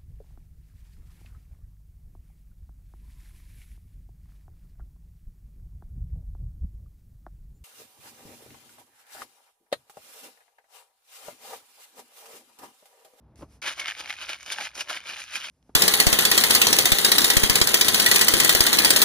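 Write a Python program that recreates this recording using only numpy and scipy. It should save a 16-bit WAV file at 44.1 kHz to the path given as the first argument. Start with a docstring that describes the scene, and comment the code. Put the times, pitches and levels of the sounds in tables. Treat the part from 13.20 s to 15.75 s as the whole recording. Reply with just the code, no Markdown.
"""Dry loose contents, probably tea leaves, rattle in a wooden-lidded canister tilted and shaken by hand.
At each swing the pieces slide and land in a surge of tiny impacts: dull on the end, clacking on the
wall, crisp on each other. Single hard pieces click out; the hand bumps and brushes the canister.
Heard in a quiet room, close up, on a pair of microphones."""
import sys
import numpy as np
from scipy import signal
from scipy.fft import rfft, irfft, next_fast_len
from scipy.io import wavfile

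SR = 44100
rng = np.random.default_rng(int(sys.argv[2]) if len(sys.argv) > 2 else 0)


def unload_audio(sound):
    """Save the sound as a 16-bit wav file, at the path given as the first command line argument."""
    columns = np.transpose(np.atleast_2d(sound))
    # keep every value between -1 and 1, then stretch to whole-number steps
    steps = np.round(np.clip(columns, -1, 1) * 32767)
    wavfile.write(sys.argv[1], SR, steps.astype(np.int16))


N = 112454
T = np.arange(N) / SR

# Table levels are relative within each layer.
# low rumble of room and handling: f/Hz, level/dB
RUMBLE_SPECTRUM = [(20, -50), (40, -17), (58, 0), (100, -8), (250, -13), (400, -22), (900, -27),
                   (2000, -44), (6000, -55), (15000, -60)]
# its rise and fall: t/s, level/dB
RUMBLE_LEVELS = [(0, -59), (.13, -55), (.4, -58), (.43, -69), (2.3, -69), (2.34, -71), (2.45, -65),
                 (2.55, -63)]
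# palm bumps: t/s, level/dB, contact time/s
PALM_BUMPS = [(.191, -43, .0025), (.210, -37, .0024), (.2226, -37, .001), (.2265, -34.5, .0018),
              (2.493, -45.5, .0005)]
# soft thud of the palm: f/Hz, level/dB
PALM_SPECTRUM = [(25, -15), (65, 0), (130, -4), (450, -7), (650, -15), (1150, -16), (1800, -32),
                 (6000, -44), (15000, -60)]
# ring of the canister, damped by the hand: f/Hz, level/dB, t60/s
GRIPPED_MODES = [(90, -8, .07), (260, -5, .025), (450, -2, .018), (780, -3, .012), (1200, -8, .018)]
# skin brushing the lid, and a faint hiss just after the stop: t/s, level/dB, half length/s
LID_BRUSHES = [(.205, -60, .04), (.335, -64, .045), (2.35, -80, .06), (2.49, -77, .07)]
# skin on the canister: f/Hz, level/dB
SKIN_SPECTRUM = [(300, -6), (1200, -2), (2600, -1), (3800, -5), (5500, 0), (8000, -4), (10500, -3),
                 (15000, -20)]
# fingertip ticks: t/s, level/dB, upper edge/Hz
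FINGER_TAPS = [(.158, -38, 14000), (.2228, -27, 3400), (2.427, -46, 7000)]
# narrow resonances of the enclosed air: f/Hz, width/Hz, level/dB
CAVITY_MODES = [(666, 25, -9), (820, 25, -6), (1582, 18, -12), (3190, 35, -5), (4690, 60, -12),
                (4981, 30, -6)]
# clumps that draw one note from the canister: t/s, level/dB, f/Hz, t60/s
CLUMP_KNOCKS = [(.421, -29, 2310, .07), (.477, -33, 1150, .025), (.478, -38, 440, .035),
                (.613, -26.5, 2180, .075), (.657, -33, 1330, .03), (1.097, -45, 420, .03),
                (1.384, -29.5, 860, .05), (1.399, -32.5, 830, .05), (1.411, -35, 800, .035),
                (1.578, -43, 390, .05), (1.702, -27, 1150, .04), (1.710, -30, 680, .035),
                (2.156, -31, 2410, .05), (2.172, -49, 220, .03)]
# brittle edges snapping: t/s, level/dB
EDGE_SNAPS = [(.4967, -25), (.5964, -29), (1.0928, -28), (1.3254, -13), (1.6076, -21), (2.1604, -23)]
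# hard pieces on the wall: t/s, level/dB, brightness/dB, ring of the struck spot/Hz
HARD_CLICKS = [(.4812, -23, -12, 1590), (.5978, -26, -10, 2130), (.6015, -28, -7, 3150),
               (.6444, -34, -20, 2090), (.6526, -32, -20, 2150), (.6582, -26, -18, 2130),
               (.6712, -30, -11, 2130), (.6811, -28, -8, 2110), (.6842, -26.5, -15, 2045),
               (.69, -28, -18, 1810), (.7011, -29, -10, 2220), (.7099, -29, -10, 2500),
               (.7197, -31, -16, 1940), (.7508, -37, -17, 2130), (.8589, -33, -13, 2220),
               (.8976, -29, -10, 2670), (.9045, -23.5, -19, 2170), (.9266, -33, -7, 2220),
               (.9384, -33, -13, 1850), (.9866, -39, -13, 2170), (1.0411, -34, -9, 2370),
               (1.0926, -28.5, -7, 2300), (1.1324, -28, -8, 2670), (1.1448, -34, -12, 2240),
               (1.2077, -40.5, -7, 2220), (1.2298, -35, -4, 2280), (1.2626, -35, -4, 1440),
               (1.2795, -37, -6, 1640), (1.3025, -30, -9, 2390), (1.3215, -26, -3, 3500),
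               (1.3847, -26, -18, 1550), (1.4105, -29, -14, 2350), (1.422, -30, -14, 2230),
               (1.4528, -30, -10, 2000), (1.4708, -32, -14, 2070), (1.4895, -42, -14, 2500),
               (1.554, -38, -5, 1500), (1.5777, -29.5, -7, 3100), (1.6089, -25, -6, 2860),
               (1.7024, -25, -10, 1570), (1.7103, -24, -11, 1460), (1.7295, -30, -6, 2690),
               (1.7549, -29, -11, 2260), (1.7728, -33, -8, 2780), (1.8041, -40, -6, 2370),
               (1.9678, -32, -8, 2110), (2.0395, -37, -1, 2450), (2.1119, -40, -14, 2240),
               (2.1559, -25, -9, 2370), (2.2455, -33, -10, 3230), (2.2851, -35, -16, 2450),
               (2.298, -35, -1, 2700)]
# weaker rings of the whole wall: f/Hz, level/dB, t60/s
WALL_OVERTONES = [(700, -20, .025), (860, -21, .02), (1580, -12, .014), (2550, -11, .008),
                  (3190, -10, .008), (4980, -15, .007)]
# the wall's main ring, shifting with tilt and grip: t/s, f/Hz, level/dB
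WALL_RING_PATH = [(.43, 2300, 0), (.47, 2050, -3), (.5, 1650, -5), (.58, 2180, -3), (.62, 2180, 4),
                  (.7, 1980, 2), (.75, 2150, 0), (.8, 3100, -3), (.86, 2230, -2), (.91, 2250, 1),
                  (1.03, 2700, -6), (1.1, 2100, -4), (1.2, 2200, -3), (1.325, 3600, -2), (1.38, 1550, -3),
                  (1.45, 2150, -3), (1.51, 2300, -2), (1.555, 1520, 1), (1.58, 2950, 0), (1.615, 2820, 2),
                  (1.7, 1500, -1), (1.76, 1950, -4), (1.9, 2350, -6), (2.0, 2800, -4), (2.16, 2450, 0),
                  (2.21, 3000, -1), (2.255, 3250, 2), (2.29, 2350, 2)]
# impacts heard through the canister: f/Hz, level/dB
IMPACT_SPECTRUM = [(40, -40), (130, -23), (300, -18), (450, -12.5), (660, -6.5), (750, -9), (850, -4.5),
                   (1020, -7), (1300, -3), (1580, -1), (1780, -4), (2120, -1), (2700, -2.3), (3200, -3),
                   (3700, -5.5), (5000, -7), (6700, -7.5), (7700, -20), (8700, -16.5), (10000, -15),
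                   (11500, -24), (13000, -28), (15700, -33)]
# surges of the contents: peak t/s, 10 dB rise/s, 10 dB fall/s, clatter/dB, patter/dB, crisp ticks/dB
SHAKE_SURGES = [(0.429, 0.023, 0.018, -34.0, -45.0, -40.0), (0.479, 0.033, 0.031, -26.5, -38.0, -33.0),
                (0.532, 0.072, 0.01, -38.0, -58.0, -43.0), (0.579, 0.013, 0.073, -39.5, -47.0, -44.0),
                (0.599, 0.007, 0.013, -30.0, -41.0, -35.0), (0.617, 0.007, 0.011, -33.0, -49.0, -45.0),
                (0.69, 0.04, 0.034, -34.0, -48.5, -40.0), (0.801, 0.026, 0.022, -33.0, -45.0, -38.0),
                (0.859, 0.059, 0.034, -43.0, -52.0, -52.0), (0.908, 0.032, 0.011, -31.0, -47.0, -41.0),
                (0.928, 0.009, 0.056, -41.0, -56.0, -48.0), (1.026, 0.037, 0.039, -35.0, -48.0, -41.0),
                (1.1, 0.017, 0.027, -29.5, -41.0, -36.0), (1.133, 0.013, 0.026, -37.0, -56.0, -44.0),
                (1.227, 0.089, 0.112, -49.0, -62.0, -53.0), (1.261, 0.005, 0.078, -45.0, -51.0, -46.0),
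                (1.303, 0.027, 0.104, -36.0, -46.0, -43.0), (1.325, 0.011, 0.013, -30.0, -47.0, -28.0),
                (1.386, 0.009, 0.023, -41.0, -41.0, -44.0), (1.411, 0.019, 0.021, -36.0, -41.0, -36.0),
                (1.461, 0.078, 0.017, -34.0, -50.0, -38.0), (1.555, 0.007, 0.033, -38.0, -48.0, -40.0),
                (1.581, 0.011, 0.032, -37.0, -46.0, -40.0), (1.612, 0.022, 0.013, -31.0, -45.0, -32.0),
                (1.667, 0.024, 0.019, -53.0, -57.0, -60.0), (1.699, 0.01, 0.034, -28.0, -38.5, -34.0),
                (1.767, 0.05, 0.021, -33.0, -50.0, -41.0), (1.816, 0.021, 0.01, -52.0, -68.0, -61.0),
                (1.893, 0.037, 0.039, -35.0, -46.0, -40.0), (1.938, 0.051, 0.016, -37.0, -48.0, -45.0),
                (2.002, 0.056, 0.047, -36.0, -52.0, -40.0), (2.094, 0.019, 0.014, -43.0, -62.0, -53.0),
                (2.162, 0.031, 0.022, -29.0, -44.0, -32.0), (2.202, 0.011, 0.048, -37.0, -52.0, -44.0),
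                (2.242, 0.016, 0.059, -33.0, -52.0, -41.0)]
# phase at the microphones: f/Hz, lead of left over right/rad
MIC_LEAD = [(20, 0), (1500, 0), (2300, .3), (2700, 1.15), (3300, 1.2), (3600, .8), (4400, .85), (5000, 0),
            (6000, 1.3), (7300, 3.1), (8200, 3.4), (10500, 6.25), (12200, 6.35), (13200, 9.3), (16000, 9.5)]
# balance at the microphones: f/Hz, left minus right/dB
MIC_BALANCE = [(60, 0.0), (99, 0.0), (160, -1.0), (270, -0.5), (450, 0.0), (740, 1.5), (1220, 0.5),
               (2010, 0.0), (3330, -0.5), (5500, -0.5), (9080, 0.0), (15000, 0.0)]
# echo decay in the canister and in the room: f/Hz, t60/s
CANISTER_DECAY = [(300, .03), (800, .04), (2200, .035), (5000, .03), (14000, .025)]
ROOM_DECAY = [(200, .25), (2000, .22), (12000, .12)]

CUT_IN_S, CUT_OFF_S = .417, 2.2995  # the sound cuts in abruptly and is cut off, echo and all, as by a gate
PATTER_HZ, CRISP_HZ = 1150, 4400  # where patter gives way to clatter, and clatter to ticks
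FULL_DB, CROWDING = -32, .75  # level of a full surge; power of the level that sets the impact rate
WALL_LOW_HZ, HELD_LOW_HZ = 650, 55  # the wall's ring and the gripped canister's ring are kept above these


def amp(db):
    """Decibels to gain."""
    return 10 ** (np.asarray(db) / 20)


def read(points, hz):
    """Reads a table on a log-frequency axis."""
    f, value = np.transpose(points)
    return np.interp(np.log(hz + 1), np.log(f + 1), value)


def add(mix, s, sound):
    """Adds a sound to the mix at a time."""
    part = mix[:, round(s * SR):][:, :sound.shape[-1]]
    part += sound[..., :part.shape[1]]


def unit(x):
    """Scales each channel to energy 1."""
    return x / np.sqrt((x ** 2).sum(-1, keepdims=True) + 1e-20)


def through(x, response):
    """Convolves each channel with a response."""
    return signal.fftconvolve(np.atleast_2d(x), np.atleast_2d(response), axes=1)[:, :N]


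def low_cut(x, hz):
    """Rolls off the bass below an edge."""
    return signal.sosfilt(signal.butter(2, hz, "high", fs=SR, output="sos"), x)


def colour(points, low_hz=1, high_hz=SR, size=4096, order=5):
    """Minimum-phase response of energy 1 with the given spectrum, kept between two edges."""
    hz = abs(np.fft.fftfreq(size, 1 / SR)) + 1
    edges = (1 + (low_hz / hz) ** (2 * order)) * (1 + (hz / high_hz) ** (2 * order))
    gain = amp(read(points, hz)) / np.sqrt(edges)
    log_gain = np.log(np.maximum(gain, 1e-5))
    spectrum = np.exp(np.conj(signal.hilbert(log_gain)))
    return unit(np.fft.ifft(spectrum).real[:size // 2])


def resonate(x, hz, width_hz):
    """A resonance of gain 1 that follows a pitch curve."""
    turn = np.exp(2j * np.pi * np.cumsum(hz) / SR)
    pole = np.exp(-np.pi * width_hz / SR)
    return 2 * (turn * signal.lfilter([1 - pole], [1, -pole], x / turn + 1e-18)).real


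def note(t, hz, db, t60):
    """One mode ringing down."""
    return amp(db - 60 * t / t60) * np.sin(2 * np.pi * hz * t)


def pair(length, apart):
    """White noise at two microphones, partly unrelated."""
    mid, side = rng.standard_normal((2, length))
    return np.array([mid + apart * side, mid - apart * side]) / np.sqrt(1 + apart ** 2)


def crack(decay_s, apart, size=400):
    """One brief contact: a tiny burst with a chance colour of its own."""
    return unit(pair(size, apart) * np.exp(-np.arange(size) / SR / decay_s))


def tail(t60s, apart):
    """Dense reflections, each band dying at its own speed."""
    hz, t, bands = signal.stft(pair(SR // 3, apart), SR, nperseg=128)
    decay = amp(-60 * t / read(t60s, hz)[:, None])
    ring = signal.istft(bands * decay, SR, nperseg=128)[1]
    return unit(ring * np.minimum(T[:ring.shape[1]] / .002, 1))


def background():
    """Low rumble of room and handling, under everything."""
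    level = amp(np.interp(T, *np.transpose(RUMBLE_LEVELS)))
    return through(pair(N, apart=.05), colour(RUMBLE_SPECTRUM)) * level


def hand(flesh_db=-3.5, flesh_decay_s=.009):
    """The palm bumps the canister, duller the longer the contact, and brushes over the lid."""
    bumps, t = np.zeros((2, N)), T[:SR // 10]
    ring = sum((-1) ** k * note(t, *mode) for k, mode in enumerate(GRIPPED_MODES))
    for s, db, contact in PALM_BUMPS:
        press = np.sin(np.pi * np.minimum(t / contact, 1)) ** 2
        add(bumps, s, amp(db) * through(ring, press / press.sum()))
    push = sum(amp(db + flesh_db) * (T > s) * np.exp(-abs(T - s) / flesh_decay_s)
               for s, db, _ in PALM_BUMPS)
    thuds = through(pair(N, apart=.08) * push, colour(PALM_SPECTRUM))
    rub = sum(amp(db) * np.exp(-((T - s) / half) ** 2) for s, db, half in LID_BRUSHES)
    rub *= T > FINGER_TAPS[0][0]  # only after the first touch
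    brushing = through(pair(N, apart=.4) * rub, colour(SKIN_SPECTRUM))
    return low_cut(bumps, HELD_LOW_HZ) + thuds + brushing


def taps():
    """Fingertips touch the lid and wall."""
    out = np.zeros((2, N))
    for s, db, top_hz in FINGER_TAPS:
        add(out, s, amp(db) * through(crack(.0016, apart=.3), colour(SKIN_SPECTRUM, high_hz=top_hz)))
    return out


def inner_echoes(x, turns_per_s=1.7, count=3):
    """Echoes inside the canister fade from one pattern into the next as it turns."""
    shares = np.array([np.cos(np.pi * (turns_per_s * T + k / count)) ** 2 for k in range(count)])
    shares /= np.linalg.norm(shares, axis=0)
    return sum(through(x * share, tail(CANISTER_DECAY, apart=.25)) for share in shares)


def enclosed_air(x):
    """The air in the canister rings on at a few steady pitches."""
    return sum(amp(db) * resonate(x, np.full(N, hz), width) for hz, width, db in CAVITY_MODES)


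def knocks():
    """A clump makes the canister give a short hollow note."""
    out, t = np.zeros((2, N)), T[:SR // 10]
    attack = np.minimum(t / .002, 1)
    for s, db, hz, t60 in CLUMP_KNOCKS:
        add(out, s, attack * note(t, hz, db, t60))
    return out


def snaps():
    """Brittle edges give very short, high ticks."""
    out, glint = np.zeros((2, N)), colour(IMPACT_SPECTRUM, low_hz=8500)
    for s, db in EDGE_SNAPS:
        add(out, s, amp(db) * unit(through(crack(.0003, apart=.3), glint)))
    return out


def clicks(ring_db=5.5, clack_db=14, tick_db=18.3, decay_s=.0006):
    """A hard piece clacks, ticks and rings the wall, at its own pitch on each spot."""
    out, t = np.zeros((2, N)), T[:SR // 20]
    clack = colour(IMPACT_SPECTRUM, PATTER_HZ, CRISP_HZ)
    tick = colour(IMPACT_SPECTRUM, low_hz=CRISP_HZ)
    for s, db, bright_db, spot_hz in HARD_CLICKS:
        detune = 1 + .05 * rng.standard_normal(len(WALL_OVERTONES))
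        wall = sum((-1) ** k * note(t, hz * detune[k], level, t60)
                   for k, (hz, level, t60) in enumerate(WALL_OVERTONES))
        spot = note(t, spot_hz, db=-2, t60=.012)
        dull = amp(db) / (1 + amp(bright_db) ** 2)
        add(out, s, dull * amp(ring_db) * low_cut(wall - spot, WALL_LOW_HZ))
        add(out, s, dull * amp(clack_db) * unit(through(crack(decay_s, apart=.25), clack)))
        add(out, s, amp(db + tick_db + bright_db) * unit(through(crack(decay_s, apart=.3), tick)))
    return out


def impacts(levels_db, per_s, spread_db, decay_s, apart, kinds=16):
    """Pieces land more often and harder as each surge swells, each with one of several cracks."""
    power = sum(amp(db - 10 * np.maximum((s - T) / rise, (T - s) / fall)) ** 2
                for (s, rise, fall, *_), db in zip(SHAKE_SURGES, levels_db))
    level = np.sqrt(power) * (T > CUT_IN_S) + 1e-9
    rate = per_s * (level / amp(FULL_DB)) ** CROWDING
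    chance, weight, pick = rng.random((3, N))
    size = amp(spread_db * np.minimum(-np.log(1 - weight), 3))  # many light pieces, few heavy
    size /= np.sqrt(np.mean(size ** 2))
    landings = (chance < rate / SR) * size * level * np.sqrt(SR / rate)
    kind = (pick * kinds).astype(int)
    return sum(through(landings * (kind == k), crack(decay_s, apart)) for k in range(kinds))


def contents():
    """Pieces clatter on the wall and ring it, patter on the end and tick crisply on each other."""
    wall_db, end_db, crisp_db = np.transpose(SHAKE_SURGES)[3:]
    on_wall = impacts(wall_db, per_s=3800, spread_db=4.2, decay_s=.0006, apart=.27)
    on_end = impacts(end_db, per_s=3500, spread_db=3.0, decay_s=.0005, apart=.14)
    on_pieces = impacts(crisp_db, per_s=11000, spread_db=3.3, decay_s=.0006, apart=.27)
    clatter = through(on_wall, colour(IMPACT_SPECTRUM, PATTER_HZ, CRISP_HZ))
    patter = through(on_end, colour(IMPACT_SPECTRUM, high_hz=PATTER_HZ))
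    crisp = through(on_pieces, colour(IMPACT_SPECTRUM, low_hz=CRISP_HZ))
    s, hz, db = np.transpose(WALL_RING_PATH)
    ring = resonate(clatter, np.interp(T, s, hz), width_hz=260)
    ring_gain = amp(np.interp(T, s, db))
    clatter = (clatter + ring_gain * ring) / (1 + .3 * ring_gain)
    return amp(-2) * clatter + amp(-.3) * patter + amp(-2) * crisp


def scene(inside_db=-10.5, room_db=-24):
    """Close up, the rattle rings inside the canister and only faintly in the room."""
    rattle = contents() + clicks() + snaps()
    rattle = rattle + enclosed_air(rattle) + knocks()
    rattle = rattle + amp(inside_db) * inner_echoes(rattle)
    rattle = rattle + amp(room_db) * through(rattle, tail(ROOM_DECAY, apart=.7))
    cut_off = np.clip((CUT_OFF_S - T) / .001, 0, 1)
    return rattle * cut_off + hand() + taps() + background()


def record(dry):
    """The close microphone pair: phase and level differences between the sides, then a band limit."""
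    size = next_fast_len(N + SR // 10)
    hz, sides = np.fft.rfftfreq(size, 1 / SR), np.array([[.5], [-.5]])
    mics = amp(sides * read(MIC_BALANCE, hz)) * np.exp(1j * sides * read(MIC_LEAD, hz))
    heard = irfft(rfft(dry, size) * mics, size)[:, :N]
    band_limit = signal.firwin(511, cutoff=15780, window=("kaiser", 9), fs=SR)
    return signal.oaconvolve(heard, band_limit[None], "same")


dry = scene()
out = record(dry)
unload_audio(out)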